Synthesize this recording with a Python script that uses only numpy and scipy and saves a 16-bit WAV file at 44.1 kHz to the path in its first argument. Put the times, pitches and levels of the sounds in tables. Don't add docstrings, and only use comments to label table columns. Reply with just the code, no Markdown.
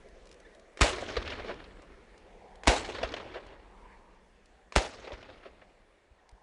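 import sys
import numpy as np
from scipy import signal
from scipy.io import wavfile

SR = 44100
rng = np.random.default_rng(int(sys.argv[2]) if len(sys.argv) > 2 else 0)


def bounce(signal):
    frames = np.transpose(np.atleast_2d(signal))
    limited = np.clip(frames, -1, 1)
    pcm = np.round(limited * 32767).astype(np.int16)
    wavfile.write(sys.argv[1], SR, pcm)


def rack_gain(trim_db):
    fader = np.asarray(trim_db, float)
    return 10 ** (fader / 20)


N = 283122
TIME = np.arange(N) / SR
EDGES = 20 * 2 ** np.arange(0, 9.3, .3)
CENTRES = np.sqrt(EDGES[1:] * EDGES[:-1])
TILT_OCTAVES = np.log2(np.maximum(CENTRES, 600) / 1500)[:, None]

# start [s], aim of the barrel [deg], grass hiss [dB], ground bloom [dB].
SHOTS = [
    (0.8115, -24.5, -21, -25),
    (2.6736, 2.5, -21, -20),
    (4.7613, 24.5, -27, -26),
]
# rolling tail [dB], its sag [dB per s], slap strength [dB].
RETURNS = [
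    (-41.5, 2.5, 0),
    (-40.5, 13, -1),
    (-50.5, 7, -10.5),
]


def at_hz(points, hz):
    table = np.array(points)
    return np.interp(np.log(hz), np.log(table[:, 0]), table[:, 1])


def band_share(spectrum):
    share = rack_gain(at_hz(spectrum, CENTRES)) * np.sqrt(CENTRES)
    return share / np.sqrt(np.sum(share ** 2))


def noise_bands():
    settle = 8000
    white = rng.standard_normal((2, N + settle))
    bands = []
    for k in range(len(CENTRES)):
        band_pass = signal.butter(2, EDGES[k:k + 2], "band", fs=SR, output="sos")
        bands.append(signal.sosfilt(band_pass, white[k % 2])[settle:])
    bands = np.array(bands)
    return bands / bands.std(axis=1, keepdims=True)


def silent_bands():
    return np.zeros((len(CENTRES), N))


def add(out, s, shape):
    i = round(s * SR)
    out[..., i:i + shape.shape[-1]] += shape[..., :N - i]


def puff(length_ms, soft):
    length = max(length_ms, .3) * SR / 1000
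    u = np.arange(round(max(length_ms, .3) * SR / 90)) / length
    shape = u ** max(soft, .05) * np.exp(-u)
    return shape / shape.max()


def swell(s, db, width_s, t=TIME):
    return rack_gain(db - 5 * ((t - s) / width_s) ** 2)


def hump(hz, octaves):
    return rack_gain(-6 * (np.log2(CENTRES[:, None] / hz) / octaves) ** 2)


def flicker(depth_db, rate, count):
    r = np.exp(-80 * np.pi * rate / SR)
    white = rng.standard_normal((count, N // 40 + 2000))
    slow = signal.lfilter([1], [1, -2 * r, r * r], white)[:, 1999:]
    return np.repeat(rack_gain(depth_db * slow / slow.std()), 40, axis=1)[:, :N]


def gust_db():
    # time [s], level [dB].
    gusts = [(0, -55.5), (.4, -59), (.75, -65.5), (1.5, -50.5), (2.0, -60), (2.3, -58), (2.6, -53.5),
             (3.5, -55.5), (3.9, -60), (4.7, -64), (5.5, -63), (5.8, -62), (6.02, -74.5), (6.42, -67)]
    return np.interp(TIME, *np.transpose(gusts))


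def wind_rumble(gusts_db):
    # frequency [Hz], density [dB per Hz].
    rumble = [(12, -31), (20, -5), (49, -4.5), (67, -12.5), (86, -30.5), (200, -10), (260, -40),
              (440, -120)]
    return np.outer(band_share(rumble), rack_gain(gusts_db) * flicker(1.2, 1.8, count=1)[0])


def far_rustle(gusts_db):
    # frequency [Hz], density [dB per Hz].
    rustle = [(71, -40.5), (120, -15), (178, -12.5), (286, -8.5), (327, -3), (565, -0.5), (978, -9),
              (1510, -11), (1790, -7.5), (2870, -16), (8600, -28), (11000, -33), (14300, -70.5),
              (22000, -120)]
    level_db, calms_db_per_s, follows = -60.5, 0.92, .15
    gusting = follows * (gusts_db - gusts_db.mean())
    return np.outer(band_share(rustle), rack_gain(level_db - calms_db_per_s * TIME + gusting))


def engine_thrum():
    # time [s], level [dB], half width [s].
    drifts = [
        (0.05, -55.5, 0.11),
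        (.5, -58.5, .25),
        (1.45, -72, 0.29),
        (2.402, -56.5, 0.15),
        (3.2, -57, 0.47),
        (5.802, -77.5, .6),
    ]
    beats_per_s, peak_s, eases = 10.33, 2.07, .176
    since_peak = TIME - peak_s
    turns = beats_per_s * since_peak + eases * np.minimum(since_peak, 0) ** 2
    beats = 0.16 + .5 * (.5 + .5 * np.cos(2 * np.pi * turns)) ** 3.6
    return hump(450, octaves=0.31) * sum(swell(*row) for row in drifts) * beats


def grass_ticks():
    # time [s], peak [dB].
    ticks = [(0.0856, -55), (0.255, -52), (0.2706, -50), (0.291, -51), (0.3132, -42), (0.326, -47),
             (0.342, -51), (0.401, -51), (0.5482, -51), (0.5957, -49.5), (1.82, -51.5), (2.178, -51),
             (2.5553, -48.5), (3.4664, -54), (4.457, -53), (6.2907, -47.5), (6.313, -59)]
    envelope = silent_bands()
    for s, db in ticks:
        add(envelope, s, rack_gain(db - 16) * hump(4600, octaves=.95) * puff(1.3, soft=1.0))
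    return envelope


def bird():
    # start [s], length [s], level [dB], lowest pitch [Hz], rise [Hz].
    notes = [
        (.424, .018, -61, 1950, 420),
        (.441, .036, -54, 1730, 520),
        (.51, .048, -66, 1900, 30),
        (5.978, .018, -68, 1850, 30),
        (6.183, .018, -68, 1880, 30),
    ]
    dip = .4
    out = np.zeros(N)
    for s, length, db, low_hz, rise_hz in notes:
        u = np.linspace(0, 1, round(length * SR))
        pitch_hz = low_hz + rise_hz * ((u - dip) / (1 - dip)) ** 2
        phase = 2 * np.pi * np.cumsum(pitch_hz) / SR
        tone = np.sin(phase) + rack_gain(-12) * np.sin(2 * phase) + rack_gain(-24) * np.sin(3 * phase)
        add(out, s, rack_gain(db) * np.sin(np.pi * u) * tone)
    return out


def blast_colour():
    # frequency [Hz], density [dB per Hz].
    blast = [(120, -26), (200, -13), (336, 0), (625, -2.5), (703, -20.5), (832, -3), (1380, -4.5),
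             (1990, -3), (4160, -10), (8700, -18.5), (11000, -59), (14300, -61.5), (22000, -120)]
    return band_share(blast)[:, None]


def air_loss_db(travel_s):
    return -12.5 * np.outer((CENTRES / 4000) ** 2.654, travel_s)


def charge_and_cracks():
    # delay [s], peak [dB], tilt [dB per octave], length [ms], share of the hiss swing.
    cracks = [
        (-.0388, -29, -1, 1.4, -0.05),
        (-.0197, -36.5, -5.5, 2.4, 2),
        (-.0064, -21.5, 0.1, 8, -0.56),
        (.0046, -19, 1.8, 1.5, 5),
        (0.0189, -20.5, 1, 1.1, 0.6),
    ]
    lead_s, flight_db = .0388, -55
    bright, envelope = blast_colour(), silent_bands()
    mean_hiss_db = np.mean(SHOTS, axis=0)[2]
    flight = np.outer(bright, np.full(round(.036 * SR), rack_gain(flight_db)))
    for start, _, hiss_db, _ in SHOTS:
        add(envelope, start - lead_s, flight)
        for delay, db, tilt_db, length_ms, share in cracks:
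            level_db = db - 10 + share * (hiss_db - mean_hiss_db) + tilt_db * TILT_OCTAVES
            add(envelope, start + delay, bright * rack_gain(level_db) * puff(length_ms, soft=.7))
    return envelope


def fronts():
    # time [s], peak [dB], positive phase [ms].
    shock_fronts = [(.81004, -14, .08), (.81092, -7, .08), (.81166, -4, .2), (.81896, -7, .12),
                    (2.67275, -12, .08), (2.67358, -4, .12), (2.6745, -5, .4), (2.68172, -6, .75),
                    (4.76098, -10, .08), (4.76172, 0, .1), (4.76318, -3, .12), (4.7697, -11, 1.4)]
    out = np.zeros(N)
    for s, db, phase_ms in shock_fronts:
        within_sample = (s * SR % 1) / SR
        u = np.maximum(TIME[:900] - within_sample, 0) * 1000 / phase_ms
        add(out, s, rack_gain(db) * (u > 0) * (1 - u) * np.exp(-u * .45))
    return signal.sosfilt(signal.butter(1, 300, "high", fs=SR, output="sos"), out)


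def grass_hiss_and_bloom():
    hiss_t60_s, hiss_rise_s = .26, .005
    bloom_t60_s, bloom_rise_s = .25, .035
    t = TIME[:round(.5 * SR)]
    bright, envelope = blast_colour(), silent_bands()
    for start, _, hiss_db, bloom_db in SHOTS:
        hiss = rack_gain(hiss_db - 60 * t / hiss_t60_s + air_loss_db(t)) * (1 - np.exp(-t / hiss_rise_s))
        add(envelope, start - .001, bright * hiss)
        bloom = rack_gain(bloom_db - 60 * t / bloom_t60_s) * (1 - np.exp(-(t / bloom_rise_s) ** 2))
        add(envelope, start, hump(694, octaves=.33) * bloom)
    return envelope


def pushes():
    # time [s], peak [dB], rise [s].
    low_pushes = [
        (.8158, -13.5, .002),
        (1.1745, -27.5, .004),
        (2.6795, -13.5, .0015),
        (3.0365, -31, .004),
        (4.768, -16, .001),
        (5.1285, -37, .004),
    ]
    hz, extra_cycles, glide_s, fade_s = 46, .36, .005, .022
    out, t = np.zeros(N), TIME[:4000]
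    cycles = hz * t + extra_cycles * (1 - np.exp(-(t / glide_s) ** 2))
    swing = np.sin(2 * np.pi * cycles) * np.exp(-(t / fade_s) ** 2)
    for s, db, rise_s in low_pushes:
        add(out, s, rack_gain(db) * swing * (1 - np.exp(-t / rise_s)))
    return out


def roll_db(t, level_db, sag_db):
    near_bank_db, near_bank_s = 5, 0.026
    ridge_s, fall_s, drop_db, beyond_db_per_s = 0.58, 0.4, 14.5, 10
    near = near_bank_db * np.exp(-np.maximum(t - .09, 0) / near_bank_s)
    plateau = level_db - sag_db * np.minimum(t, ridge_s)
    past = np.maximum(t - ridge_s, 0)
    drop = drop_db * np.minimum(past / fall_s, 1)
    beyond = beyond_db_per_s * np.maximum(past - fall_s, 0)
    return plateau + near - drop - beyond


def rolling_tail():
    # frequency [Hz], density [dB per Hz].
    slopes = [(18, -37), (30, -5.5), (77, -0.5), (146, -13.5), (392, -3.5), (477, -6), (626, -10.5),
              (953, -15.5), (1900, -14), (4090, -19), (6880, -25.5), (11000, -49), (14300, -77),
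              (22000, -120)]
    dull, envelope = band_share(slopes)[:, None], silent_bands()
    t = TIME[:round(1.5 * SR)]
    for (start, *_), (level_db, sag_db, _) in zip(SHOTS, RETURNS):
        level = rack_gain(roll_db(t, level_db, sag_db) + air_loss_db(t - .2))
        add(envelope, start, dull * level * np.minimum(t / 0.057, 1))
    return envelope * flicker(2.7, 25, count=len(CENTRES)) * flicker(2.3, 80, count=1)


def slaps():
    # delay [s], peak on the barrel's axis [dB],
    # bearing [deg], tilt [dB per octave], length [ms].
    echoes = [(0.12, -32.5, -35, 0.5, 7.1), (0.174, -31.5, 7, 1.5, 2.4), (0.216, -37, -8, -10.5, 2.4),
              (0.2784, -33, -2, -2.5, 5.3), (0.286, -28, 50, 1.5, 4.5), (.311, -24, 28, -3, 5),
              (0.342, -29, 35, -8.5, 4.1), (0.3569, -17, -1.5, -1.3, 4.2), (0.373, -30, 14, -1.5, 6),
              (0.417, -42, -11, 11, 1.3), (0.447, -53, -1, 16, 2.2), (.4665, -24.5, 0.5, 3, 2.4),
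              (0.491, -26.5, -18, 3, 3.7), (0.51, -25.5, -52, 2, 4.1), (0.526, -33.5, 16, -3, 5.3),
              (.587, -35, -23, -2, 3.5), (.648, -54, -28, 13.5, 14), (0.667, -33, 9, -0.5, 7.5),
              (.682, -29.5, -28, -4.5, 9), (.690, -29, 34, -2, 9.1), (0.733, -44, -42, 15, 0.86),
              (0.789, -58, -5, 11, 10), (.831, -43, -44, 11, 3), (0.853, -33.5, 39, -1, 5.3)]
    lobe_db, lobe_deg = 9, 32
    swing_s_per_deg = 4.5e-5
    answers = []
    for (start, aim, *_), (*_, slap_db) in zip(SHOTS, RETURNS):
        for delay, db, bearing, tilt_db, length_ms in echoes:
            off_axis_db = lobe_db * ((bearing - aim) / lobe_deg) ** 2
            s = start + delay + swing_s_per_deg * aim
            answers.append((s, delay, db + slap_db - off_axis_db, tilt_db, length_ms))
    return answers


def slap_echoes():
    patch_depth_db, low_hz = 4.5, 420
    colour = blast_colour() * (1 + 1.28 * hump(590, octaves=0.24))
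    colour = colour * np.minimum(CENTRES[:, None] / low_hz, 1) ** 2
    answers, envelope = slaps(), silent_bands()
    patches_db = patch_depth_db * rng.standard_normal((len(answers), len(CENTRES), 1))
    for (s, delay, db, tilt_db, length_ms), patch_db in zip(answers, patches_db):
        level_db = db - 9.5 + patch_db + tilt_db * TILT_OCTAVES + air_loss_db(delay)
        add(envelope, s - .0015, colour * rack_gain(level_db) * puff(length_ms, soft=1.0))
    return envelope


def glints(shocks):
    per_s, glint_db, slap_glint_db = 480, -4.5, -18
    draws = rng.random((3, N))
    present = draws[0] < per_s / SR
    sizes = present * rack_gain(-5.0 * np.log(draws[1] + 0.0039)) * np.sign(draws[2] - .5)
    answers, faces = slaps(), np.zeros(N)
    facets = rng.random((len(answers), 2, 3))
    for (s, _, db, _, length_ms), (when, size) in zip(answers, facets):
        spots = ((s + when * length_ms / 500) * SR).astype(int)
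        faces[spots] = rack_gain(db + slap_glint_db) * (2 * size - 1)
    out = np.zeros(N)
    for (start, *_), (level_db, sag_db, _) in zip(SHOTS, RETURNS):
        t = TIME - start
        returns = sizes * rack_gain(roll_db(t, level_db, sag_db) + glint_db) + faces
        returns = returns * (t > .09) * (t < 1.2)
        first = round((start - .002) * SR)
        out += signal.fftconvolve(returns, shocks[first:first + 600])[:N]
    return signal.sosfilt(signal.butter(2, 3000, fs=SR, output="sos"), out)


def far_hills():
    # time [s], level [dB], half width [s], centre [Hz].
    far_returns = [
        (2.6, -57, .22, 808),
        (3.45, -66.5, .25, 822),
        (3.9, -62, 0.225, 976),
        (3.92, -63.5, 0.039, 1900),
        (4.58, -66.5, .08, 706),
        (6.4, -65, 0.18, 850),
    ]
    shape = 0
    for s, db, width_s, hz in far_returns:
        shape = shape + hump(hz, octaves=0.16) * swell(s, db + 1.0, width_s, TIME[::40])
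    return np.repeat(shape, 40, axis=1)[:, :N] * flicker(1.3, 22, count=len(CENTRES))


def buffets():
    # time [s], level [dB].
    air_puffs = [
        (6.107, -56.5),
        (6.325, -51),
    ]
    envelope = silent_bands()
    for s, db in air_puffs:
        add(envelope, s, rack_gain(db - 6) * hump(62, octaves=.65) * puff(7, soft=1.5))
    return envelope


def ground_dip(field):
    return field - 0.76 * signal.lfilter(*signal.iirpeak(157, 2.5, fs=SR), field)


def scene():
    gusts_db = gust_db()
    distance = (far_rustle(gusts_db) + engine_thrum()) * flicker(1.7, 5, count=len(CENTRES))
    background = wind_rumble(gusts_db) + distance + grass_ticks() + buffets()
    scattered = charge_and_cracks() + grass_hiss_and_bloom() + rolling_tail() + slap_echoes() + far_hills()
    noise = np.sum(np.hypot(scattered, background) * noise_bands(), axis=0)
    shocks = fronts()
    field = glints(shocks) + pushes() + noise
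    return (shocks + ground_dip(field) + bird())[None]


def low_pass(x):
    return signal.sosfilt(signal.butter(12, 11280, fs=SR, output="sos"), x)


def record(dry):
    rounded = .8 * np.tanh(dry / .8)
    steep_cut = signal.cheby2(16, 48, 11300, fs=SR, output="sos")
    return low_pass(signal.sosfilt(steep_cut, rounded))


dry = scene()
out = record(dry)
bounce(out)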